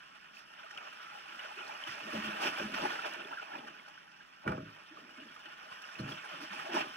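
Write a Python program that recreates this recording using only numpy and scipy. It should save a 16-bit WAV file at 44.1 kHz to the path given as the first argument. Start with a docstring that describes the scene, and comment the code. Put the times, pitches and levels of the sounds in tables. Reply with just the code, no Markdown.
"""Small waves wash over shoreline rocks beside a plastic kayak. First foam fizzes, water slaps and pockets of
air gulp. From 2 s a swell builds: gear knocks, water gurgles under the hull and a hollow there hums twice. It
crests near 2.8 s with a puff of breeze, then drains while drops tick. Gear clatters on the hull at 4.5 s and
again at 6 s, as a second swell runs in to the end. Throughout, a faint low rumble runs and two microphone ports
in a small housing colour each side."""
import sys
import numpy as np
from scipy import signal
from scipy.fft import rfft, irfft
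from scipy.io import wavfile
from scipy.ndimage import uniform_filter1d

SR = 44100
rng = np.random.default_rng(int(sys.argv[2]) if len(sys.argv) > 2 else 0)


def store_wav(level_fs):
    """Save 16-bit WAV to argv[1]."""
    pcm = np.round(np.clip(np.atleast_2d(level_fs), -1, 1) * 32767)
    wavfile.write(sys.argv[1], SR, pcm.T.astype(np.int16))


N = 306936
TIME = np.arange(N) / SR

# Two swells run in and drain away: t/s, fizz level/dB, slosh over fizz/dB
SWELLS = [(0, -58, -16), (0.45, -59.5, -12.5), (0.7, -55, -16), (0.9, -53, -16), (1.1, -54, -28),
          (1.45, -49.5, -10.5), (1.95, -49, -10), (2.2, -44.5, -12.5), (2.6, -42.5, -14), (2.688, -49, -24),
          (2.78, -41, -5.5), (3.1, -46.5, -9), (3.25, -51.5, -7.5), (3.6, -55, -10), (4.15, -60.5, -13),
          (4.65, -59.5, -19), (4.9, -58, -9), (5.5, -56, -16), (5.7, -53.5, -9.5), (6.3, -49.5, -17),
          (6.96, -49, -13)]


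def swells(spray_db=-15.5, lumps_db=2):
    """Slow envelopes of the wash: fizz, spattering spray above it, lumpy slosh below."""
    times, *columns = np.transpose(SWELLS)
    fizz_db, slosh_db = [np.interp(TIME, times, column) for column in columns]
    fizz, spray, slosh = from_db([fizz_db, fizz_db + spray_db, fizz_db + slosh_db + lumps_db * drift(7.7)])
    return np.array([fizz, spray * spatter(), slosh])


# Water slaps rock or hull: t/s, fizz level/dB, spray over fizz/dB, slosh over fizz/dB, fall/ms
SLAPS = [(0.369, -59.5, -6.5, -24, 50), (0.595, -52, -21, -17, 26), (0.655, -72, -22, 8.5, 14),
         (0.712, -50, -15, -27, 6.1), (0.75, -56, -6, -20, 1.5), (0.7752, -58, 2, -20, 1.2),
         (0.782, -50, -18, -11, 9.4), (0.7838, -63, -6, -20, 0.97), (0.74, -63.5, -20, -7, 18),
         (0.81, -60.5, -20, 0.5, 40), (0.87, -61.5, -15, 1, 19), (1.03, -58, -12, -7, 41),
         (1.15, -60, -9, -0.5, 37), (1.3945, -55.5, -4, -20, 1.3), (1.44, -50, -20, -11, 26),
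         (1.68, -55.5, -5, 1, 10), (1.839, -52.5, -2, -20, 1.3), (1.893, -45.5, -13, -31, 47),
         (2.15, -47, -11, -21, 40), (2.25, -40, -17, -24, 22), (2.427, -40, -10, -7.5, 37),
         (2.472, -39.5, -15.5, -9.5, 29), (2.602, -46, -25, -23, 5.4), (2.625, -50, -10, -2, 42),
         (2.744, -38.5, -15, -28, 9.4), (2.854, -38.5, -18, -3.5, 14), (2.92, -44.5, -15.5, -16, 47),
         (3.06, -42, -17, -1, 21), (3.136, -56, 5.5, -15, 3.3), (3.33, -53.5, -35, 3, 21),
         (3.38, -52.5, -20, -20, 22), (3.43, -54.5, -28, 2.5, 11.5), (3.545, -51, -18, -2, 41),
         (3.675, -50, -15.5, -11, 8.5), (3.886, -59, -9, -16, 9.1), (4.469, -62, -6, -10, 2.7),
         (4.479, -59, 5, -10, 1.3), (4.495, -66, -5, -10, 3), (4.499, -53.5, -18, 5, 42),
         (4.52, -64, -2, -10, 2.5), (4.688, -57, -39, -20, 8.1), (4.974, -72, -16, -10, 7.4),
         (5.4, -62, -7, -15, 17), (5.457, -54, -16, -13, 13), (5.52, -52, -20, -15, 20),
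         (5.58, -58, -10, -23, 12), (5.726, -53, -13, -12, 29), (5.821, -54.5, -3.5, -19, 5.4),
         (5.957, -63, -18, -17, 6), (5.992, -48.5, -11.5, -23, 16), (6.1, -53, -6.5, -3, 37),
         (6.18, -50, -14, -13, 9.5), (6.25, -56.5, -7, -1.5, 11), (6.301, -47.5, -18, -11, 28),
         (6.42, -49.5, -9, -19, 25), (6.539, -46.5, -13, -18, 31), (6.594, -48, -13.5, -11.5, 25),
         (6.67, -54.5, -9.5, 1, 38), (6.75, -40.5, -12, -8.5, 42), (6.795, -42, -21, -7.5, 35)]


def slaps():
    """Slap envelopes of fizz, spray and slosh: a fast attack, fastest in the spray, and a slower fall."""
    out = np.zeros((3, N))
    attack_share = 0.64 * np.array([[1], [.6], [1.2]])
    for s, fizz_db, spray_db, slosh_db, fall_ms in SLAPS:
        at = slice(max(int((s - .15) * SR), 0), int((s + .25) * SR))
        ms = (TIME[at] - s) * 1000
        attack = np.exp(-.5 * (ms / (attack_share * fall_ms)) ** 2)
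        fall = np.exp(-.5 * (np.abs(ms) / fall_ms) ** 2.34)
        levels = from_db(fizz_db + np.array([[0], [spray_db], [slosh_db]]))
        out[:, at] += levels * np.where(ms < 0, attack, fall)
    return out


def foam(envelopes, laps_db=-8.5, patchy_db=1.8):
    """Dense bursting foam in narrow, drifting stereo bands; little laps jump up in all and die away."""
    bursts = rms_one(grains(2500, 1.83, count=3)) + 0.88 * rng.standard_normal((3, N))
    bursts = ports(bursts[0], bursts[1:])
    laps = rms_one(1 + from_db(laps_db) * jumps(per_s=40, spread_db=0.22, t60=.08, soften_samples=200))
    fizz_hz = np.geomspace(850, 3800, 9)
    spray_hz = np.geomspace(3800, 19000, 11)
    slosh_hz = np.geomspace(430, 950, 4)
    lap_depths = (1, .4, 1)   # the spray follows the laps only in part
    out = 0
    for envelope, edges, depth in zip(envelopes, (fizz_hz, spray_hz, slosh_hz), lap_depths):
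        bands = [butter(bursts, 2, pair, "band") for pair in zip(edges, edges[1:])]
        layer = sum((-1) ** k * band * from_db(patchy_db * drift(18)) for k, band in enumerate(bands))
        out += envelope * laps ** depth * layer / np.sqrt(np.mean(layer.mean(0) ** 2))
    return out


def spatter(depth_db=-12):
    """Gain on the spray: each landing drop kicks it up within a few milliseconds and dies quickly."""
    return 1 + from_db(depth_db) * jumps(per_s=40, spread_db=2.6, t60=.03, soften_samples=120)


# Trapped air gulps and drops plink: t/s, f/Hz, peak level/dB
GULPS = [(0.607, 1320, -54), (0.636, 1460, -49.5), (0.62, 850, -50), (0.645, 654, -40), (0.665, 1240, -48),
         (0.73, 1450, -49), (0.74, 820, -49), (0.815, 1190, -48), (0.885, 690, -47), (0.765, 1300, -49),
         (0.8, 1340, -58), (0.83, 1290, -49), (0.874, 1100, -45), (0.928, 1350, -48), (1.0, 1250, -46),
         (1.016, 1330, -50), (1.032, 1370, -49), (1.048, 1300, -46), (1.068, 1300, -48), (1.084, 1320, -54),
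         (1.101, 1330, -50), (1.117, 1320, -49), (1.132, 820, -44), (1.155, 1440, -47), (1.155, 855, -46),
         (1.176, 1330, -51), (1.18, 830, -52), (1.46, 1440, -42), (1.26, 800, -45), (1.33, 350, -63),
         (1.452, 602, -35), (1.517, 837, -38), (1.579, 410, -41.5), (1.607, 380, -49.5), (1.67, 1500, -50),
         (1.698, 865, -34.5), (1.722, 2490, -42), (1.878, 327, -51), (2.063, 225, -48.5),
         (2.09, 600, -35.5), (2.106, 1170, -41), (2.143, 297, -45), (2.153, 590, -24), (2.29, 344, -44),
         (2.31, 610, -43), (2.62, 400, -34), (2.623, 314, -44), (2.432, 807, -32), (2.435, 338, -41),
         (2.461, 356, -33), (2.844, 359, -34), (2.604, 569, -25.5), (2.7, 290, -52), (2.728, 268, -51),
         (2.75, 201, -52), (2.8, 620, -33), (2.83, 403, -40), (2.86, 640, -34), (2.87, 354, -47),
         (2.854, 813, -20.5), (2.914, 1450, -38), (2.993, 1360, -37), (3.068, 607, -32),
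         (3.255, 414, -41.5), (3.275, 2540, -44.5), (3.319, 960, -36), (3.335, 1570, -40.5),
         (3.374, 1590, -37), (3.385, 1390, -42), (3.4, 1430, -42), (3.426, 1300, -45), (3.52, 1430, -48),
         (3.59, 2900, -45), (3.538, 1670, -39), (3.555, 1680, -45), (3.546, 1350, -45), (3.553, 900, -32),
         (3.556, 305, -50), (3.641, 836, -42), (3.676, 1434, -54), (3.749, 1480, -49), (3.88, 810, -48),
         (4.07, 840, -52), (4.919, 312, -50.5), (4.973, 1177, -44), (5.033, 275, -58), (5.19, 261, -51),
         (5.223, 306, -50), (5.261, 227, -54), (5.485, 860, -44), (5.59, 1470, -50), (5.67, 630, -42.5),
         (5.725, 1060, -42), (5.761, 1850, -47), (5.89, 1550, -45), (6.09, 1390, -49), (6.26, 1420, -45),
         (6.339, 567, -39), (6.43, 315, -46), (6.54, 850, -37), (6.519, 201, -51.5), (6.6, 159, -59),
         (6.666, 635, -34), (6.695, 385, -41), (6.753, 344, -31.5), (6.77, 885, -19), (6.742, 660, -53),
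         (6.794, 260, -51), (6.8, 627, -32), (6.823, 330, -45), (6.858, 320, -52)]


def gulps(rise=0.017, waver=0.068, rough=0.31, smooth_below_hz=690):
    """Each pocket of air sings a short, unsteady note whose pitch climbs as it nears the surface."""
    out = np.zeros(N + SR)
    wobble, flutter = np.tile(drift(53), 2), np.tile(drift(96), 2)
    for s, hz, peak_db in GULPS:
        width_ms = 3.855 + 8 * 1000 / hz   # low notes last longer
        age = np.arange(-width_ms, 2 * width_ms, 1000 / SR) / width_ms   # 0 at the peak
        envelope = np.exp(-np.where(age < 0, 12, 2.5) * age ** 2)
        start = int((s - width_ms / 1000) * SR)
        at = slice(start, start + len(age))
        bend = wobble[at] - np.average(wobble[at], weights=envelope)
        tone = sine(hz * (1 + rise * age + waver * bend))
        grit = rough * hz / (hz + smooth_below_hz)   # big pockets sing smoother than small drops
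        out[at] += from_db(peak_db) * envelope * tone * (1 + grit * np.tanh(flutter[at]))
    return out[:N]


def bubbles(fizz, level_db, low_hz, high_hz, pitches):
    """Small bubbles swell and ring at scattered pitches, riding the fizz envelope."""
    clicks = grains(500, 3)[0]
    pitch_index = rng.integers(0, pitches, N)
    out = 0
    for k, hz in enumerate(np.geomspace(low_hz, high_hz, pitches)):
        onsets = ring(clicks * (pitch_index == k), hz, t60=5.1 / hz)
        out += rms_one(ring(onsets, hz, t60=340 / hz)) * from_db(2 * drift(22))
    return from_db(level_db) * fizz * rms_one(out)


# Modes of the plastic hull: f/Hz, level/dB, t60/s
HULL_MODES = [(72, -22, 0.24), (109.6, -8.5, 0.27), (136, -6, 0.23), (160.6, -9, 0.31), (191.3, -4, 0.21),
              (225, -5, 0.18), (255.6, -8.5, 0.096), (284, -3, 0.2), (333.7, -6, 0.11), (393, 2.5, 0.087),
              (457, -5.5, 0.15), (515.6, 15.5, 0.1), (624.7, 7.5, 0.15), (720, -4, 0.04), (960, 6, 0.021),
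              (1147, 18.5, 0.015), (1437, 3, 0.07), (1850, 8, 0.014), (2330, 14.5, 0.037)]
# Gear hits the hull: t/s, blow level/dB, low roll-off/Hz, hardness/Hz, contact/ms, crack level/dB
KNOCKS = [(1.884, -47, 90, 150, 5.6, -60), (2.129, -38.5, 270, 700, 19, -55),
          (2.597, -37, 250, 704, 4.4, -36), (4.449, -44.5, 100, 300, 11, -60),
          (4.46, -33, 120, 450, 16, -41), (4.476, -37.5, 100, 1590, 3.8, -19),
          (4.484, -30.5, 120, 500, 12, -38), (4.498, -37.5, 110, 500, 22, -42),
          (4.511, -37, 100, 400, 11, -55), (4.519, -41, 100, 1000, 10, -28),
          (4.529, -38, 120, 600, 17, -42), (4.545, -44, 100, 600, 8.8, -55), (4.577, -37, 120, 500, 9, -51),
          (4.6, -43, 80, 400, 13, -60), (4.626, -45, 70, 250, 13, -60), (4.647, -44, 61, 202, 21, -60),
          (5.992, -32.5, 59.6, 297, 10.6, -46), (6.027, -35.5, 50, 200, 25, -55),
          (6.061, -37, 60, 252, 2.7, -55), (6.087, -43, 80, 300, 12, -52),
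          (6.116, -43.5, 120, 400, 7.8, -50)]


def knocks(samples=1500):
    """Gear lands in short, rough contacts that crack and ring the hull modes."""
    hz = np.array(HULL_MODES)[:, :1]
    ms = np.arange(samples) * 1000 / SR
    blows, crack = np.zeros((len(hz), N)), np.zeros(N)
    crack_envelope = np.minimum(ms / 1.6, 1) * (np.exp(-ms / 1.7) + 0.39 * np.exp(-ms / 24))
    for s, blow_db, low_hz, hard_hz, contact_ms, crack_db in KNOCKS:
        noise = rng.standard_normal((len(hz) + 1, samples))
        contact = noise[:-1] * ms * np.exp(-3 * ms / contact_ms)
        # every mode gets a fair share of the blow
        at_mode = np.abs(np.sum(contact * np.exp(-2j * np.pi * hz * ms / 1000), 1, keepdims=True))
        contact /= np.sqrt(.7 * at_mode ** 2 + .3 * np.sum(contact ** 2, 1, keepdims=True))
        # soft blows miss the high modes, light ones the low
        reach = 1 / (1 + (hz / hard_hz) ** 2) / (1 + (low_hz / hz) ** 2.9)
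        at = slice(int(s * SR), int(s * SR) + samples)
        blows[:, at] += from_db(blow_db) * contact * reach
        crack[at] += from_db(crack_db) * noise[-1] * crack_envelope
    body = sum(from_db(db) * ring(blow, f, t60) for blow, (f, db, t60) in zip(blows, HULL_MODES))
    return body + butter(crack, 2, [900, 2100], "band") + 0.5 * crack


# Surges under the hull: t/s, level/dB, hold/s
SURGES = [(1.88, -58, 0.083), (2.005, -45.5, 0.062), (2.128, -44, 0.21), (2.397, -37, 0.058),
          (2.596, -43.5, 0.14), (2.793, -36.5, 0.06), (2.95, -51, 0.21), (3.186, -51, 0.11),
          (3.49, -49, 0.11), (3.61, -59.5, 0.15), (4.58, -54, 0.098), (4.91, -54, 0.21), (5.16, -58, 0.089),
          (5.424, -57, 0.037), (5.95, -45.5, 0.12), (6.305, -49, 0.13), (6.494, -57, 0.25),
          (6.7, -36.5, 0.048)]


def gurgle(fizz, undertow_db=-14, attack_s=0.036, drain_t60=0.48):
    """Lumpy water rings the hull's low modes; surges rise, hold and drain over an undertow that follows the
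    fizz."""
    surges = 0
    for s, db, hold in SURGES:
        attack = np.clip((TIME - s) / attack_s, 0, 1)
        surges += attack * from_db(db - 60 * np.maximum(TIME - s - hold, 0) / drain_t60)
    lumps = rng.standard_normal(N) * from_db(3.3 * drift(25.6))
    body = sum((-1) ** k * (hz / 200) ** 1.39 * ring(lumps, hz, t60=0.09)   # wet plastic rings briefly
               for k, (hz, _, _) in enumerate(HULL_MODES[2:13]))
    return np.hypot(from_db(undertow_db) * fizz, surges) * rms_one(butter(body, 6, 125, "high"))


# Single drops tick on rock or hull: t/s, f/Hz, level/dB, t60/ms
DROP_TICKS = [(0.369, 2610, -39.5, 21), (0.374, 3050, -39, 12), (0.538, 1350, -43, 14),
              (0.7083, 1570, -42, 22), (0.748, 2700, -37, 10), (0.7759, 3150, -26, 14),
              (0.781, 2700, -39, 15), (0.784, 2400, -34, 11), (1.394, 2890, -31.5, 29),
              (1.668, 4200, -26, 20), (1.838, 3080, -27.5, 17), (1.892, 1930, -34, 29),
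              (2.103, 1810, -39, 18), (2.595, 1584, -31.5, 42), (2.7402, 1420, -36, 33),
              (3.0467, 1410, -34, 29), (3.248, 3440, -35, 20), (3.326, 1365, -37.5, 71),
              (3.796, 2180, -39, 28), (3.977, 1510, -42, 28), (4.2064, 1630, -43.5, 38),
              (4.519, 1560, -33, 21), (4.678, 1560, -44.5, 35), (5.092, 1330, -42.5, 22),
              (5.362, 1220, -42, 39), (5.404, 2950, -41, 18), (5.7188, 1190, -36, 25),
              (5.841, 2820, -36, 18), (5.898, 1510, -50, 20), (5.9543, 2570, -37.5, 27),
              (5.991, 4230, -25, 38), (6.121, 3300, -29.5, 31), (6.2433, 1590, -39, 34),
              (6.4961, 2510, -38, 18), (6.5375, 2800, -43, 18), (6.597, 1230, -28.5, 21)]


def drop_ticks(attack_ms=0.62, rough=.3, snap_db=-24, snap_ms=0.52):
    """A drop lands with a broadband snap and a short, rough ring."""
    out, ms = np.zeros(N + SR), np.arange(1300) * 1000 / SR
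    for s, hz, db, t60_ms in DROP_TICKS:
        snap, grit = rng.standard_normal((2, len(ms)))
        snap *= from_db(snap_db) * np.exp(-ms / snap_ms)
        tone = np.sin(2 * np.pi * hz * ms / 1000) + rough * rms_one(ring(grit, hz, t60=.008))
        envelope = (1 - np.exp(-ms / attack_ms)) * from_db(-60 * ms / t60_ms)
        start = int(s * SR)
        out[start:start + len(ms)] += from_db(db) * (tone * envelope + snap)
    return out[:N]


# A hollow under the hull hums after two slaps: t/s, f/Hz, level/dB
HOLLOW_HUM = [(2.122, 230, -70), (2.137, 231, -40.5), (2.165, 219.6, -38.5), (2.22, 216.2, -48.5),
              (2.28, 215, -42), (2.36, 206, -54), (2.41, 213, -76), (2.59, 225, -74), (2.62, 224.3, -45.5),
              (2.653, 215.2, -38), (2.69, 214.2, -55), (2.76, 203, -52), (2.8, 205, -65)]


def hollow_hum(waver=0.032, throb_db=2.5, breathy=.3):
    """The air under the hull hums on a sinking, throbbing note with a breathy edge."""
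    times, hz, db = np.transpose(HOLLOW_HUM)
    pitch = np.interp(TIME, times, hz) * (1 + waver * drift(42.4))
    level = from_db(np.interp(TIME, times, db) + throb_db * drift(27))
    gate = (TIME > times[0]) & (TIME < times[-1])
    breath = rms_one(ring(rng.standard_normal(N), hz.mean(), t60=.04))
    return gate * level * (sine(pitch) + breathy * breath)


# Spectrum of the faint low rumble: f/Hz, relative level/dB
RUMBLE_SPECTRUM = [(20, -10.5), (60, -2.5), (100, -31), (140, 3), (200, 4), (350, -3), (500, -15), (700, -21),
                   (1100, -83)]


def low_rumble(level_db=-71, puff_at_s=2.81, puff_db=17, puff_spread_s=0.08):
    """Faint low rumble, different on each side; a breeze brushes the ports in one deep puff."""
    noise = rfft(rng.standard_normal((2, N)))
    rumble = rms_one(irfft(noise * from_db(at_hz(RUMBLE_SPECTRUM)), N))
    puff = from_db(puff_db) * np.exp(-.5 * ((TIME - puff_at_s) / puff_spread_s) ** 2)
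    return from_db(level_db) * (rumble + puff * butter(rumble, 4, 90, "low"))


# Colour of each microphone port: f/Hz, level/dB
LEFT_PORT_EQ = [(340, 0), (520, -18), (600, -7), (720, -8.5), (830, -1), (950, -11), (1100, -3.5),
                (1420, 3.5), (1980, -9), (2250, -6), (2400, -5), (2620, -6), (2970, 3), (3960, -20.5),
                (4900, -18.5), (5150, -15), (5430, -15), (6070, -33), (6890, -23.5), (7500, -28.5),
                (10000, -31), (15000, -38)]
RIGHT_PORT_EQ = [(340, 0.5), (520, -20.5), (650, -6.5), (760, -10), (950, -3), (1420, 5), (1650, 1.3),
                 (1830, 4), (2060, -4.5), (2580, 3.5), (3100, -7), (3450, -5.5), (4050, -20), (5510, -9.5),
                 (6290, -22.5), (7110, -30), (9260, -27), (11500, -35), (15000, -34)]
# Water noise common to both ports: f/Hz, share of power/0-1
COMMON_SHARE = [(340, 0.89), (520, 0.37), (690, 0.81), (780, 0.92), (1000, 0.53), (1500, 0.89),
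                (1850, 0.66), (2070, 0.026), (2300, 0.19), (2750, 1), (3010, 0.15), (3500, 0.46),
                (4010, 0.075), (4800, 0.89), (5600, 0.91), (7000, 0.04), (15590, 0.087)]
# The right port leads the left: f/Hz, phase/rad
RIGHT_LEAD = [(340, 0.13), (480, 0.77), (600, 1.32), (700, 2.66), (850, 1.73), (1030, 3.5), (1250, 4.66),
              (1900, 5.8), (2300, 6.06), (2800, 7.43), (3050, 5), (3500, 5.16), (3900, 5.6), (4500, 4.17),
              (5500, 2.15), (6600, 0.79), (12000, 0.085)]


def ports(common, own=None):
    """Each port adds its colour and phase; own is a pair of signals that reach one port each."""
    spectra = rfft(common)
    if own is not None:
        share = np.clip(at_hz(COMMON_SHARE), 0, 1)
        spectra = np.sqrt(share) * spectra + np.sqrt(1 - share) * rfft(own)
    phase = np.exp(.5j * at_hz(RIGHT_LEAD) * [[-1], [1]])
    colour = from_db([at_hz(LEFT_PORT_EQ), at_hz(RIGHT_PORT_EQ)])
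    return irfft(spectra * phase * colour, N)


def grains(per_s, spread_db, count=1):
    """Tracks of random clicks, uneven in size and sign."""
    sizes = from_db(spread_db * np.minimum(rng.exponential(1, (count, N)), 5))
    signs = rng.choice([-1, 1], (count, N))
    return sizes * signs * (rng.random((count, N)) < per_s / SR)


def jumps(per_s, spread_db, t60, soften_samples):
    """An envelope that kicks up at random moments and decays."""
    kicks = np.abs(grains(per_s, spread_db)[0])
    decays = signal.lfilter([1], [1, -from_db(-60 / (t60 * SR))], kicks)
    return uniform_filter1d(decays, size=soften_samples)


def drift(hz):
    """Smooth random modulation of unit rms, rolling off above hz."""
    pole = np.exp(-2 * np.pi * hz * 40 / SR)   # one step every 40 samples
    slow = signal.lfilter([1], [1, -2 * pole, pole * pole], rng.standard_normal(N // 40 + 2002))[2000:]
    return np.interp(np.arange(N) / 40, np.arange(len(slow)), rms_one(slow))


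def ring(drive, hz, t60):
    """Resonator: a unit click sets a sine of height 1 ringing."""
    r, w = from_db(-60 / (t60 * SR)), 2 * np.pi * hz / SR
    return signal.lfilter([0, np.sin(w)], [1, -2 * r * np.cos(w), r * r], drive + 1e-18)


def sine(hz):
    """A sine that follows a pitch curve."""
    return np.sin(2 * np.pi * np.cumsum(hz) / SR)


def butter(x, order, hz, kind):
    """Low-, high- or band-pass filter."""
    return signal.sosfilt(signal.butter(order, hz, kind, fs=SR, output="sos"), x)


def at_hz(points):
    """A table of f/Hz and value on the FFT grid, straight on a log axis."""
    hz, value = np.transpose(points)
    return np.interp(np.log(np.arange(1, N // 2 + 2) * SR / N), np.log(hz), value)


def from_db(db):
    """Decibels to gain."""
    return 10 ** (np.asarray(db) / 20)


def rms_one(x):
    """Scale to unit rms."""
    return x / np.sqrt(np.mean(x ** 2) + 1e-20)


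def scene():
    """Wide foam, with bubbles, hull and drops as point sources at the ports, over a faint low rumble."""
    wash = swells()
    fizz = wash[0]
    water = foam(np.hypot(wash, slaps()))
    near = bubbles(fizz, level_db=-2.5, low_hz=450, high_hz=3800, pitches=32)
    near += bubbles(fizz, level_db=-8, low_hz=4000, high_hz=11000, pitches=20)
    near += gulps() + knocks() + gurgle(fizz) + drop_ticks() + hollow_hum()
    near = butter(near, 6, 63, "high")   # small sources radiate no deep bass
    return water + ports(near) + low_rumble()


def record(dry, cutoff_hz=15770):
    """A steep low-pass takes off the very top."""
    return signal.sosfilt(signal.ellip(12, .5, 60, cutoff_hz, fs=SR, output="sos"), dry)


dry = scene()
out = record(dry)
store_wav(out)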